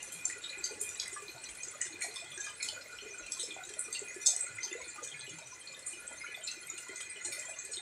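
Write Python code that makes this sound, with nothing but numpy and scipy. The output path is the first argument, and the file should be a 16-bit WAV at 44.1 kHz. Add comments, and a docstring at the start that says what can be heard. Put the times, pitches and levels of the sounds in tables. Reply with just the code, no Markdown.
"""A soft wet wash and a high, breathy, swelling hum run throughout, together with a patter of far drips.
Close to the porch, drops splat brightly on wet surfaces, pat on broad leaves and plop into puddles;
the porch walls answer each one. It is a garden at dawn, dripping from wet leaves and eaves.
Wash and hum are filtered noise; splats are resonant clicks; plops, pats and most far drips are damped
tones. Each drip carries a random echo of its own spot."""
import sys
import numpy as np
from scipy import signal
from scipy.fft import rfft, irfft, next_fast_len
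from scipy.io import wavfile
from scipy.ndimage import uniform_filter1d, map_coordinates

SR = 44100
rng = np.random.default_rng(int(sys.argv[2]) if len(sys.argv) > 2 else 0)


def pcm_store(signal):
    """Save signal as 16-bit PCM."""
    levels = np.round(np.clip(np.atleast_2d(signal), -1, 1) * 32767)
    wavfile.write(sys.argv[1], SR, levels.astype(np.int16).T)


N = 344421

# colour of the far drips, before the shared ringing: [f/Hz, relative level/dB]
FAR_COLOUR = [(1000, -22), (2800, -1.5), (4200, -9), (4900, -8), (6000, -4.5), (7000, 4.5), (8300, 0.5),
              (9200, -3.5), (11300, -13.5), (12200, -46), (15500, -33)]


def amp(db):
    """Decibels to gain."""
    return 10 ** (np.asarray(db) / 20)


def unit(x):
    """Scale to rms 1."""
    return x / np.sqrt(np.mean(x ** 2) + 1e-20)


def along(points, hz):
    """Read (f/Hz, value) points on a log frequency axis."""
    f, value = np.transpose(points)
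    return np.interp(np.log(hz + 1), np.log(f + 1), value)


def wobble(rate):
    """A smooth random curve with this many knots a second."""
    knots = rng.standard_normal(int(N * rate / SR) + 4)
    return map_coordinates(knots, [np.arange(N) * rate / SR])


def filtered(x, response):
    """Multiply the spectrum of x by a response of frequency."""
    size = next_fast_len(len(x) + 8192)
    spectrum = rfft(x, size) * response(np.fft.rfftfreq(size, 1 / SR))
    return irfft(spectrum, size)[:len(x)]


def add(track, s, sound):
    """Mix a sound into the track from time s."""
    part = track[max(round(s * SR), 0):][:len(sound)]
    part += sound[:len(part)]


def air():
    """The soft wash of the wet garden: coloured noise that wavers slightly and slowly eases off."""
    # colour of the far wet garden: [f/Hz, relative level/dB per Hz]
    air_colour = [(20, -21), (45, -8.5), (70, 0), (110, -1), (230, -5.5), (400, 1), (800, -4), (1500, -3.5),
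                  (2900, -6), (4200, -7.5), (4900, -10), (7900, -2.5), (11300, -21.5), (12300, -31),
                  (15500, -26)]
    start_db, fade_db_per_s = -56, 0.42
    wash = unit(filtered(rng.standard_normal(N), lambda hz: amp(along(air_colour, hz))))
    return wash * amp(start_db - fade_db_per_s * np.arange(N) / SR + 0.71 * wobble(20))


def hum():
    """Noise sings in narrow resonances; mainly the lower ones swell together, and each flutters alone."""
    # resonances: [f/Hz, nominal width/Hz, level/dB before swell and flutter, share of the swells]
    resonances = [(1438, 71, -65, 1.05), (1715, 30, -70, 1.66), (2029, 98, -60.5, 1.07),
                  (2449, 73, -56, 0.053), (4166, 250, -69, 0.16), (6400, 29, -77, 0.25)]
    # slow swells, of which only the departure from the mean counts: [t/s, level/dB]
    swell_points = [(0.0, -59.5), (0.63, -54.5), (0.85, -59.5), (2.17, -60), (2.58, -58.5), (3.26, -60),
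                    (3.69, -60), (4.58, -54.5), (5.28, -58), (5.52, -64.5), (6.41, -55), (6.73, -57.5),
                    (7.13, -55), (7.8, -58.5)]
    out = np.zeros(N)
    level_db = np.interp(np.arange(N) / SR, *np.transpose(swell_points))
    swell_db = level_db - level_db.mean()
    for centre, width, db, share in resonances:
        band = filtered(rng.standard_normal(N),
                        lambda hz: (1 + ((hz - centre) / (1.08 * width)) ** 2) ** -1.5)
        drift_db = 2.1 * wobble(6)
        flutter_db = 4.03 * wobble(24)
        out += unit(band) * amp(db + share * (swell_db + drift_db) + flutter_db)
    return out


def click(colour, ripple_db, ripple_hz, size=1024):
    """A causal pulse of (f/Hz, level/dB) colour with random resonances about ripple_hz apart."""
    hz = np.fft.rfftfreq(size, 1 / SR)
    curve = map_coordinates(rng.standard_normal(size), [hz / ripple_hz], mode="mirror")
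    ripple = amp(ripple_db * np.tanh(curve))
    ripple /= np.sqrt(uniform_filter1d(ripple ** 2, size=41))  # resonances only regroup the energy nearby
    # folding the cepstrum forward in time gives minimum phase
    cepstrum = irfft(np.log(amp(along(colour, hz)) * ripple))
    fold = 1 + np.sign(size / 2 - np.arange(size))
    fold[0] = 1
    return irfft(np.exp(rfft(cepstrum * fold)))


def ring(hz, cycles, glide):
    """A damped tone that lives a few cycles while its pitch glides by a fraction of itself."""
    t = np.arange(SR // 20) / SR
    age = hz * t / cycles
    pitch = hz * (1 + glide * (1 - np.exp(-age)))
    envelope = np.exp(-age) * (1 - np.exp(-6 * age))
    return np.sin(2 * np.pi * np.cumsum(pitch) / SR) * envelope


def porch(sound, early_db, early_t60, tail_db, count=8):
    """Echoes of the sound's own spot: a few walls, scatter off leaves and rails, a diffuse tail."""
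    # how long the diffuse tail lasts: [f/Hz, t60/s]
    tail_t60 = [(300, 0.28), (2000, 0.27), (7000, 0.24), (13000, 0.38)]
    t = np.arange(SR // 3) / SR
    hz, frames, z = signal.stft(rng.standard_normal(len(t)), SR, nperseg=256)
    decay = amp(-60 * frames / along(tail_t60, hz)[:, None])
    tail = signal.istft(z * decay, SR, nperseg=256)[1][:len(t)]
    tail *= 1 - np.exp(-t / 0.0023)  # the tail builds up softly
    early = rng.standard_normal(len(t))
    walls = (rng.uniform(.003, .024, count) * SR).astype(int)  # delays of 3 to 24 ms
    early[walls] += 8 * rng.standard_normal(count)
    early *= amp(-60 * t / early_t60)
    echo = amp(early_db) * early / np.linalg.norm(early) + amp(tail_db) * tail / np.linalg.norm(tail)
    echo[0] += 1  # the direct sound
    return signal.fftconvolve(sound, echo)


def ringing(hz):
    """Causal response that lifts and prolongs a few fixed pitches."""
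    # ringing that the bright drips share: [f/Hz, width/Hz, level/dB over the direct sound]
    modes = [(3540, 45, 2), (4260, 90, 4), (5230, 90, 2), (6290, 60, 2), (7200, 40, -1), (7780, 60, 0),
             (8220, 200, 2)]
    return 1 + sum(amp(db) * 1j * hz * width / (centre ** 2 - hz ** 2 + 1j * hz * width)
                   for centre, width, db in modes)


def far_drips(count, hz, spread, cycles, scatter_db, size=14):
    """Many small damped tones from `size` spots in the garden, mostly echo; rms 1."""
    spots = np.zeros((size, N))
    for k, (when, weight, pitch) in enumerate(rng.random((count, 3))):
        drip = ring(hz * np.exp(spread * (2 * pitch - 1)), cycles, glide=0)
        s = (k + when) / count * N / SR
        add(spots[k % size], s, amp(scatter_db * weight) * unit(drip))
    return unit(sum(porch(spot, early_db=11.5, early_t60=0.076, tail_db=9.5)[:N] for spot in spots))


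def far_ticks(count=160):
    """Tiny splashes among the leaves, each ringing at several pitches of its own; rms 1."""
    out = np.zeros(N)
    for k, (when, weight, tilt) in enumerate(rng.random((count, 3))):
        tilt_db = 7 * (2 * tilt - 1)  # per octave
        colour = [(hz, db + tilt_db * np.log2(hz / 6500)) for hz, db in FAR_COLOUR]
        tick = porch(click(colour, ripple_db=13, ripple_hz=170.1), early_db=6.5, early_t60=0.031, tail_db=6.5)
        add(out, (k + when) / count * N / SR, amp(47 * weight) * unit(tick))
    return unit(out)


def patter():
    """Far ticks, pings, tiny droplets, plops and leaf pats blend into a bed."""
    # colour of the tiniest droplets: [f/Hz, relative level/dB]
    glint_colour = [(5000, -7.5), (8000, -1), (9300, -5), (11300, -10.5), (12300, -24), (15500, -26)]
    pings = far_drips(count=700, hz=5972, spread=.72, cycles=35, scatter_db=21, size=8)
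    pings = unit(filtered(pings, lambda hz: amp(along(FAR_COLOUR, hz)) * ringing(hz)))
    glints = far_drips(count=600, hz=9283, spread=.5, cycles=61, scatter_db=28, size=6)
    glints = unit(filtered(glints, lambda hz: amp(along(glint_colour, hz))))
    ticks = unit(filtered(far_ticks(), ringing))
    puddles = far_drips(count=110, hz=1470, spread=0.629, cycles=8.6, scatter_db=7.5, size=5)
    leaves = far_drips(count=100, hz=432, spread=0.41, cycles=3.0, scatter_db=10, size=4)
    thumps = far_drips(count=45, hz=89.8, spread=0.554, cycles=2.3, scatter_db=15, size=2)
    return (amp(-58.0) * ticks + amp(-56.5) * pings + amp(-57.5) * glints
            + amp(-65.5) * puddles + amp(-65.5) * leaves + amp(-75.0) * thumps)


def sized(sound, db):
    """Scale a drop so that its energy, spread over 40 ms, has this rms level."""
    return amp(db) * np.sqrt(SR / 25) * sound / np.linalg.norm(sound)


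def splat_colour(centre, width):
    """(f/Hz, level/dB) points of one hump with soft skirts, inside the band that all splats share."""
    # the band that all splats share: [f/Hz, relative level/dB]
    splat_band = [(1000, -24), (2600, -4), (3600, 7), (5500, -6), (8000, 0), (10500, -5), (12300, -14),
                  (15500, -20)]
    skirt_db, top_breadth = 43, 3.85  # fall per decade of the skirt term; breadth in squared widths
    hz = np.geomspace(500, 16000, 80)
    away = np.log2(hz / centre) / width
    fall_db = skirt_db * np.log10(1 + away ** 2 / top_breadth)
    return np.column_stack([hz, along(splat_band, hz) - fall_db])


def spatter(centre, width, count=4):
    """Droplets thrown from a splat, weaker the later they land, each ringing at pitches of its own."""
    latest_s, scatter_db = 0.06, 11
    out = np.zeros(SR // 6)
    for when in rng.random(count):
        droplet = click(splat_colour(centre, 1.47 * width), ripple_db=19, ripple_hz=189.5)
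        add(out, when * latest_s, amp(-scatter_db * when) * unit(droplet))
    return porch(out, early_db=-2, early_t60=0.089, tail_db=-4)


def splats():
    """A short soft noise rises into each slap, which rings at a few pitches; droplets land just after."""
    # near drops that burst on wet surfaces, levels before the trims here and in the mix:
    # [t/s, rms level/dB over 40 ms, echo level/dB over direct, centre f/Hz, colour width/octaves]
    splat_drops = [(0.029, -43, -6, 7700, 0.26), (0.122, -42, 1, 8750, 0.38), (0.2534, -32, -7, 6850, 0.21),
                   (0.3, -48, -9, 7650, 0.27), (0.4434, -48, -1.0, 3900.0, 0.2),
                   (0.641, -34.5, 1, 5500, 0.3), (0.813, -34.5, -3, 8500, 0.3),
                   (0.8904, -42.0, -4, 7000.0, 0.26), (0.9987, -35, -5.5, 5730, 0.2),
                   (1.0792, -47.0, -9, 9000, 0.36), (1.1292, -46.5, 3.0, 8200, 0.13),
                   (1.633, -40.5, -2, 6450, 0.16), (1.6833, -46, -13, 7240, 0.039),
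                   (1.8149, -34.5, -6, 6670, 0.16), (2.0213, -36, 2, 7000, 0.38),
                   (2.159, -44.5, 1, 5400, 0.51), (2.3766, -48.5, -9, 6000, 0.19),
                   (2.4052, -42, -1, 6560, 0.11), (2.4445, -44.5, 0, 6700, 0.28),
                   (2.467, -49, -2, 5400, 0.24), (2.6281, -36, -2.5, 6600.0, 0.47),
                   (2.6872, -38, -5.5, 4950, 0.65), (3.32, -37, -4, 6400, 0.35),
                   (3.3964, -36, 4.0, 5900, 0.49), (3.431, -42.0, 5, 6430, 0.13),
                   (3.793, -35, -3.5, 8850, 0.11), (3.9272, -38, -3.5, 6670, 0.32),
                   (3.9922, -42, -9, 7150, 0.12), (4.0833, -47, -5, 6500, 0.056),
                   (4.2154, -44, 5, 6950, 0.37), (4.261, -28.5, 0, 6300, 0.39),
                   (4.2679, -27, -8, 6370, 0.22), (4.2733, -26, -7, 6550, 0.19),
                   (4.3632, -37, -5, 7500, 0.22), (4.407, -36, -1, 7860, 0.052),
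                   (4.6318, -37, 3.0, 5700, 0.17), (4.7272, -43, -16, 7150, 0.074),
                   (4.8812, -46, 5.0, 7200, 0.075), (5.032, -42.5, 7, 6460, 0.16),
                   (5.074, -47, -6, 7100, 0.1), (5.8646, -37.5, 3, 8200, 0.14),
                   (5.9066, -51, 11, 7600, 0.37), (6.077, -46.5, -8, 8000, 0.083),
                   (6.435, -41.5, 16, 7450, 0.092), (6.4741, -40.5, -1, 5300, 0.66),
                   (6.514, -45.5, -5, 6300, 0.22), (6.699, -39.5, -7, 6850, 0.043),
                   (6.9587, -44, -2, 6800.0, 0.22), (7.007, -48, -1, 7900, 0.28),
                   (7.0974, -44, 6, 8300, 0.028), (7.249, -37, 2, 7100, 0.2),
                   (7.3228, -39.5, 4, 7340, 0.72), (7.39, -41, 11, 7200, 0.29),
                   (7.4895, -45.5, 19, 7400, 0.24), (7.5882, -42.5, 1, 6800.0, 0.11),
                   (7.718, -40, 31, 7200, 0.19)]
    out = np.zeros(N)
    t = np.arange(SR // 100) / SR
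    for s, db, echo_db, centre, width in splat_drops:
        slap = click(splat_colour(centre, width), ripple_db=18, ripple_hz=330.2)
        spray = 0.13 * rng.standard_normal(len(t)) * np.exp(-t / 0.0016)
        spray[0] = 1
        splat = porch(np.convolve(slap, spray), early_db=echo_db + 1.5, early_t60=0.27, tail_db=echo_db + 2.8)
        add(out, s, sized(splat, db + 0.26))
        rising_noise = rng.standard_normal(len(t)) * np.exp(-t[::-1] / 0.0068)
        lead_in = np.convolve(slap, rising_noise)
        add(out, s - t[-1], sized(lead_in, db - 15))
        add(out, s, sized(spatter(centre, width), db - 11.5))
    return out


def further_drops(count, db, scatter_db, low_hz, high_hz):
    """Rows [t/s, level/dB, f/Hz] of further soft drops, one at random in each equal slot of time."""
    when, weight, pitch = rng.random((count, 3)).T
    s = (np.arange(count) + when) / count * N / SR
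    return list(zip(s, db - scatter_db * weight, low_hz * (high_hz / low_hz) ** pitch))


def pats():
    """A broad leaf gives a dull, heavily damped knock that sinks slightly in pitch."""
    # placed low knocks, loud and soft: [t/s, rms level/dB over 40 ms before a 1 dB lift, f/Hz]
    leaf_drops = [(0.142, -64, 170.0), (0.257, -62.5, 750), (0.709, -49.5, 452), (0.808, -53.5, 424),
                  (1.222, -54.5, 410.0), (1.937, -56.5, 363), (2.044, -51.0, 725), (2.081, -56.5, 430.0),
                  (2.762, -56.5, 560.0), (3.053, -53, 425), (3.1, -56, 394), (3.433, -54, 470),
                  (3.478, -55, 380.0), (3.564, -50.5, 730), (3.7, -54, 414), (4.016, -50, 410),
                  (4.162, -50, 379), (4.285, -56.5, 594), (4.503, -59, 112), (4.635, -61.5, 900),
                  (4.71, -51, 383), (4.75, -48, 483), (4.79, -54.5, 500.0), (5.023, -53.0, 498),
                  (5.125, -62, 153), (5.306, -57.0, 158), (6.109, -57.0, 602), (6.893, -53.5, 396),
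                  (7.266, -60, 343), (7.283, -58, 555), (7.379, -57, 614), (7.482, -54, 666)]
    out = np.zeros(N)
    further = further_drops(count=16, db=-56.0, scatter_db=6, low_hz=374, high_hz=934)
    for s, db, hz in list(leaf_drops) + further:
        knock = porch(ring(hz, cycles=3.4, glide=-0.014), early_db=5.0, early_t60=0.033, tail_db=6.5)
        add(out, s, sized(knock, db + 1.0))
    return out


def plops():
    """A small bubble rings briefly, rising in pitch, inside the wet smack that makes it."""
    # placed drops into water, loud and soft: [t/s, rms level/dB over 40 ms before a 1.5 dB lift, f/Hz]
    water_drops = [(0.297, -46.5, 1965), (0.438, -44.5, 3730), (0.494, -47.5, 4030), (0.529, -50.5, 2436),
                   (1.0, -49.5, 3390), (1.059, -48, 2040), (1.162, -48.5, 1182), (1.164, -53, 1703),
                   (1.282, -52, 4130), (1.38, -58, 4230), (1.808, -45.5, 1916), (1.817, -54, 2920),
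                   (2.014, -46, 1946), (2.018, -44, 2290), (2.161, -50, 3520), (2.317, -52, 3420),
                   (2.376, -47.5, 1647), (2.465, -50, 1630), (2.466, -55, 1215), (2.484, -55, 3040),
                   (2.6, -48.5, 2210), (2.605, -52, 4240), (2.763, -52, 1450.0), (2.987, -51.5, 3003),
                   (3.14, -57.0, 1466), (3.19, -55, 1430), (3.507, -49.5, 3450), (3.949, -46.5, 4390),
                   (3.95, -46, 2750), (4.46, -54, 2130), (4.465, -54, 1410), (4.584, -45.5, 2070),
                   (4.728, -47.5, 2015), (4.812, -51.5, 2210), (4.842, -56.5, 4260), (4.98, -50.5, 1213),
                   (5.116, -53.0, 3220), (5.142, -52, 2180), (5.21, -52.5, 4120), (5.267, -54, 2930),
                   (5.673, -51, 4260), (6.208, -48.0, 2107), (6.236, -49, 1407), (6.262, -49.0, 2250),
                   (6.345, -51, 3500), (6.415, -55.5, 3080.0), (6.476, -45.5, 4220), (6.484, -50, 2620.0),
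                   (6.68, -54, 2130), (6.778, -55.5, 2830), (7.007, -54.5, 3220), (7.111, -56, 2380),
                   (7.253, -52.5, 4150.0), (7.321, -49, 2350), (7.429, -51.5, 1958), (7.735, -48, 4170),
                   (7.77, -46.0, 3650)]
    out = np.zeros(N)
    further = further_drops(count=20, db=-53.5, scatter_db=8, low_hz=2593, high_hz=4390)
    for s, db, hz in list(water_drops) + further:
        bubble = ring(hz, cycles=17.0, glide=0.0077)
        smack = 1.18 * ring(hz, cycles=3.5, glide=0)
        plop = porch(bubble + smack, early_db=5.0, early_t60=0.08, tail_db=5)
        add(out, s, sized(plop, db + 1.5))
    return out


def scene():
    """The whole garden, near and far, the same in both channels."""
    bed = air() + hum() + patter()
    bright = amp(-3.4) * filtered(splats(), ringing)
    garden = bed + bright + pats() + plops()
    return np.array([garden, garden])


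def record(dry):
    """The recorder loses the deepest bass and keeps nothing above its band limit."""
    bass_hz, top_hz = 42, 15650
    return np.array([filtered(side, lambda hz: (hz < top_hz) * hz ** 2 / np.hypot(hz ** 2, bass_hz ** 2))
                     for side in dry])


dry = scene()
out = record(dry)
pcm_store(out)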